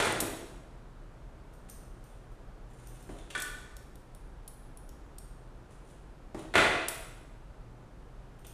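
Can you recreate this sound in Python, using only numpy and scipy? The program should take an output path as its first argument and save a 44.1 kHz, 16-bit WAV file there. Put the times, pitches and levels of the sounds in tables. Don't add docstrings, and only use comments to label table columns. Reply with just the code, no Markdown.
import sys
import numpy as np
from scipy import signal
from scipy.fft import rfft, irfft
from scipy.io import wavfile

SR = 44100
rng = np.random.default_rng(int(sys.argv[2]) if len(sys.argv) > 2 else 0)


def log_audio(samples):
    frames = np.atleast_2d(samples).T
    limited = np.clip(frames, -1, 1)
    pcm = np.round(limited * 32767).astype(np.int16)
    wavfile.write(sys.argv[1], SR, pcm)


N = 376173
RING_TIME = np.arange(int(1.3 * SR)) / SR

# f/Hz, width/Hz, gain/dB
COUNTER_RESONANCES = [(100, 15, 3.5), (337, 53, 1.5), (670, 60, 0), (890, 28, -3), (1145, 41, -2),
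                      (1434, 156, 2), (2010, 240, 9), (2430, 176, 5.5), (3420, 120, -3.5), (4020, 83, -0.5),
                      (4500, 200, -3.5)]


def undb(db):
    return 10 ** (np.asarray(db) / 20)


def unit(x):
    return x / np.sqrt(np.mean(x ** 2))


def fade(t60):
    return np.exp(-np.log(1000) * RING_TIME / t60)


def lookup(points, hz):
    f, value = np.transpose(points)
    return np.interp(np.log(np.maximum(hz, 1)), np.log(f), value)


def noise(colour, size):
    gain = undb(lookup(colour, np.fft.rfftfreq(size, 1 / SR)))
    return unit(irfft(rfft(rng.standard_normal(size)) * gain, size))


def walk(rate, size):
    return np.interp(np.arange(size) * rate / SR, np.arange(size), rng.standard_normal(size))


def add(track, s, sound):
    start = max(int(s * SR), 0)
    track[start:start + len(sound)] += sound[:N - start]


def burst(colour, t60):
    shake = rfft(rng.standard_normal(len(RING_TIME)) * fade(t60))
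    gain = undb(lookup(colour, np.fft.rfftfreq(len(RING_TIME), 1 / SR)))
    sound = irfft(gain * shake / np.abs(shake), len(RING_TIME)) * fade(10 * t60)
    return sound / np.linalg.norm(sound) * np.sqrt(SR / 1000)


def resonate(x, peaks):
    return x + sum(undb(db) * signal.lfilter(*signal.iirpeak(hz, hz / width, fs=SR), x)
                   for hz, width, db in peaks)


def room(x, build_s):
    decay_times = [(100, 0.86), (500, 0.97), (2000, 0.91), (4000, 0.99), (9000, 0.76), (14000, 0.45)]
    size = len(RING_TIME)
    hz = np.fft.rfftfreq(size, 1 / SR)
    spectrum = rfft(rng.standard_normal(size))
    centres_hz = np.geomspace(60, 15000, 12)
    tail = np.zeros(size)
    for centre, share in zip(centres_hz, np.eye(len(centres_hz))):
        band = irfft(spectrum * lookup(np.c_[centres_hz, share], hz), size)
        tail += band * fade(lookup(decay_times, centre))
    tail *= 1 - np.exp(-RING_TIME / build_s)
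    return signal.fftconvolve(x, tail / np.linalg.norm(tail))[:N]


def ventilation(air_db=-48.5, hum_hz=122, hum_db=-62, waver_db=5.5):
    air_colour = [(12, -21), (22, -1.5), (43, 2.5), (65, -9.5), (90, -15.5), (122, -10.5), (200, -18),
                  (360, -19.5), (650, -23.5), (1450, -29.5), (2100, -37.5), (5200, -47.5), (9500, -50.5),
                  (14000, -60.5)]
    air = undb(air_db + 0.31 * walk(4, N)) * noise(air_colour, N)
    hum_gain = undb(hum_db + waver_db * walk(3.1, N))
    hum_phase = 2 * np.pi * hum_hz * np.arange(N) / SR + walk(17, N)
    return air + hum_gain * np.sin(hum_phase)


def blows(events, peaks, colour, thud_t60, direct_db, room_db, treble_hz=4200):
    direct = np.zeros(N)
    for s, db, drive_db, treble_db in events:
        edge = [(hz, band_db + treble_db * (hz > treble_hz)) for hz, band_db in colour]
        driven_peaks = np.add(peaks, [0, 0, drive_db])
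        add(direct, s, undb(db) * resonate(burst(edge, thud_t60), driven_peaks))
    return undb(direct_db) * direct + undb(room_db) * room(direct, build_s=0.0028)


def comb_drops(touch_lead_s=0.015, touch_db=-12, rock_period_s=0.0235, rock_loss_db=3.5):
    landings = [(0.001, -7, -10, 1), (6.5543, -4, 1.5, -2.5)]
    thud_colour = [(40, -22.5), (95, -0.5), (220, -7.5), (450, 1.5), (1000, -1.5), (1450, -2.5), (2300, -9),
                   (3600, -8.5), (5000, -18), (9500, -16), (11000, -25), (14000, -36)]
    knocks = [(-touch_lead_s, touch_db)] + [(k * rock_period_s, -k * rock_loss_db) for k in range(5)]
    clatter = [(s + delay, db + softer_db, drive_db, treble_db)
               for s, db, drive_db, treble_db in landings
               for delay, softer_db in knocks if s + delay >= 0]
    return blows(clatter, COUNTER_RESONANCES, thud_colour, thud_t60=0.074, direct_db=-9, room_db=-6.5)


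def contact(colour, uneven_db=2.5, spacing_hz=400):
    hz = colour[0][0] + spacing_hz * np.arange(48)
    scatter_db = uneven_db * rng.uniform(-np.sqrt(3), np.sqrt(3), len(hz))
    return np.c_[hz, lookup(colour, hz) + scatter_db]


def ring(modes, scatter_db=3):
    phases = rng.uniform(0, 2 * np.pi, len(modes))
    offsets_db = scatter_db * rng.uniform(-1, 1, len(modes))
    return sum(undb(db + offset_db) * fade(t60) * np.sin(2 * np.pi * hz * RING_TIME + phase)
               for (hz, db, t60), phase, offset_db in zip(modes, phases, offsets_db))


def tool_clicks(level_db=-10, width_hz=450, room_db=-4, full_chatter_t60=0.067, halving_db=21):
    # t/s, relative level/dB, main resonance f/Hz, its gain/dB, after-ring gain/dB
    touches = [(0.0555, -30.5, 8850, 22, -42), (0.1236, -29, 8800, 14.5, -34),
               (0.203, -13, 9480, 12.5, -44), (3.4006, -26, 9500, -1, -42), (3.421, -20, 9540, 6.5, -41),
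               (3.767, -36.5, 8800, 4, -30), (3.956, -44, 9060, 7, -34), (4.149, -43, 9540, 14, -31),
               (4.478, -34, 9800, 19.5, -39), (4.773, -43, 9800, 21, -36), (4.8918, -41, 5600, 6, -30),
               (5.1838, -34, 8800, 12.5, -29), (6.8838, -16.5, 9620, 14, -33)]
    clack_colour = [(1000, -37), (3200, -19), (4600, -14.5), (6500, -9), (8500, -2), (9700, -4),
                    (10400, -4.5), (11200, -8.5), (12500, -0.5), (13700, -6)]
    body_peaks = [(3600, 1400, 14), (5470, 130, 10.5), (6530, 200, 4.5), (7720, 110, 5), (11150, 350, 0.5),
                  (13650, 280, 1)]
    tool_modes = [(5550, 3, 0.72), (7570, -2.5, .8), (8630, -11, .5), (9550, -12, 0.55), (11150, 2.5, .22)]
    clacks, rings = np.zeros((2, N))
    for s, db, hz, peak_db, ring_db in touches:
        chatter = burst(contact(clack_colour), full_chatter_t60 * 2 ** (db / halving_db))
        add(clacks, s, undb(db) * resonate(chatter, [(hz, width_hz, peak_db)] + body_peaks))
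        add(rings, s, undb(db + ring_db) * ring(tool_modes))
    return undb(level_db) * (clacks + rings + undb(room_db) * room(clacks, build_s=0.00267))


def counter_bumps(drive_db=-3, treble_db=0):
    bumps = [(0.07, -17), (0.225, -16.5), (3.092, -27), (6.3461, -21.5), (6.377, -29), (6.562, -15)]
    thud_colour = [(50, -13), (180, -1), (320, 3.5), (460, -5.5), (700, -5.5), (1300, -19), (3000, -33.5),
                   (9000, -33), (13000, -46.5)]
    knocks = [(s, db, drive_db, treble_db) for s, db in bumps]
    return blows(knocks, COUNTER_RESONANCES, thud_colour, thud_t60=0.075, direct_db=-6, room_db=-5)


def rub(length_s, rasp_db, grit_db=6, grit_rate=160, rasp_hz=3250, rasp_width_hz=1100):
    hiss_colour = [(800, 3), (2800, -2), (5000, -9), (7300, 0), (8600, -3), (9600, 4.5), (10800, -12),
                   (13500, -11.5)]
    size = int(length_s * SR)
    hiss = noise(hiss_colour, len(RING_TIME))
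    grit = undb(grit_db * walk(grit_rate, len(RING_TIME)))
    friction = unit((hiss * grit)[:size])
    return resonate(friction, [(rasp_hz, rasp_width_hz, rasp_db)]) * signal.windows.tukey(size, 0.5)


def scissors(ring_db=-36, room_db=2, tick_t60=0.024, closing_db=-21):
    strokes = [(1.537, -53.5, .012, -4), (1.698, -37.5, 0.013, -6), (2.04, -51, 0.02, -4),
               (2.3197, -62, .005, 2), (2.872, -43, .012, -4), (3.026, -50, 0.012, -4),
               (8.3925, -55, 0.0058, 15), (8.4672, -39.5, 0.023, 8)]
    tick_colour = [(1000, -31), (3000, -19), (5000, -8), (6200, -2), (7700, -10), (8750, 5), (9900, -5),
                   (10800, -6), (11500, -11), (12900, -1), (13650, -1)]
    blade_modes = [(6158, -10, .5), (8900, 14, .5), (13680, -1, .3)]
    slides = [(1.53, 0.061, -84, -2), (2.036, 0.15, -74, 0), (2.621, 0.63, -69, -9),
              (3.088, 0.13, -66.5, 6.5), (3.3, 0.019, -51.5, 12.5), (5.685, 0.062, -68.5, -2),
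              (5.84, 0.094, -68.5, -13), (6.368, 0.051, -57, 6.5)]
    direct, rings = np.zeros((2, N))
    for s, db, closing_s, rasp_db in strokes:
        add(direct, s - closing_s, undb(db + closing_db) * rub(closing_s, rasp_db))
        add(direct, s, undb(db) * burst(tick_colour, tick_t60))
        add(rings, s, undb(db + ring_db) * ring(blade_modes))
    for s, length_s, db, rasp_db in slides:
        add(direct, s, undb(db) * rub(length_s, rasp_db))
    return direct + rings + undb(room_db) * room(direct, build_s=0.0042)


def comb_pickup():
    knocks = [(3.3508, -24.5, 5, -4.5), (3.3535, -27, -3, 3), (3.378, -26, -2, 5.5)]
    comb_peaks = [(1186, 44, 11.5), (1476, 31, 17.5), (1510, 52, 12), (1770, 98, 8.5), (2333, 96, 5.5),
                  (3390, 250, 7), (4360, 89, 2)]
    knock_colour = [(150, 0), (400, 9), (900, -6.5), (1700, 3), (3300, -5), (5200, -11.5), (9500, -3),
                    (13000, -30)]
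    return blows(knocks, comb_peaks, knock_colour, thud_t60=0.048, direct_db=-7, room_db=-5)


def scene():
    counter = comb_drops() + comb_pickup() + counter_bumps()
    close_tools = tool_clicks() + scissors()
    return (counter + close_tools + ventilation())[None]


def record(dry, top_hz=14000):
    return signal.sosfilt(signal.ellip(10, 0.2, 70, top_hz, fs=SR, output="sos"), dry)


dry = scene()
out = record(dry)
log_audio(out)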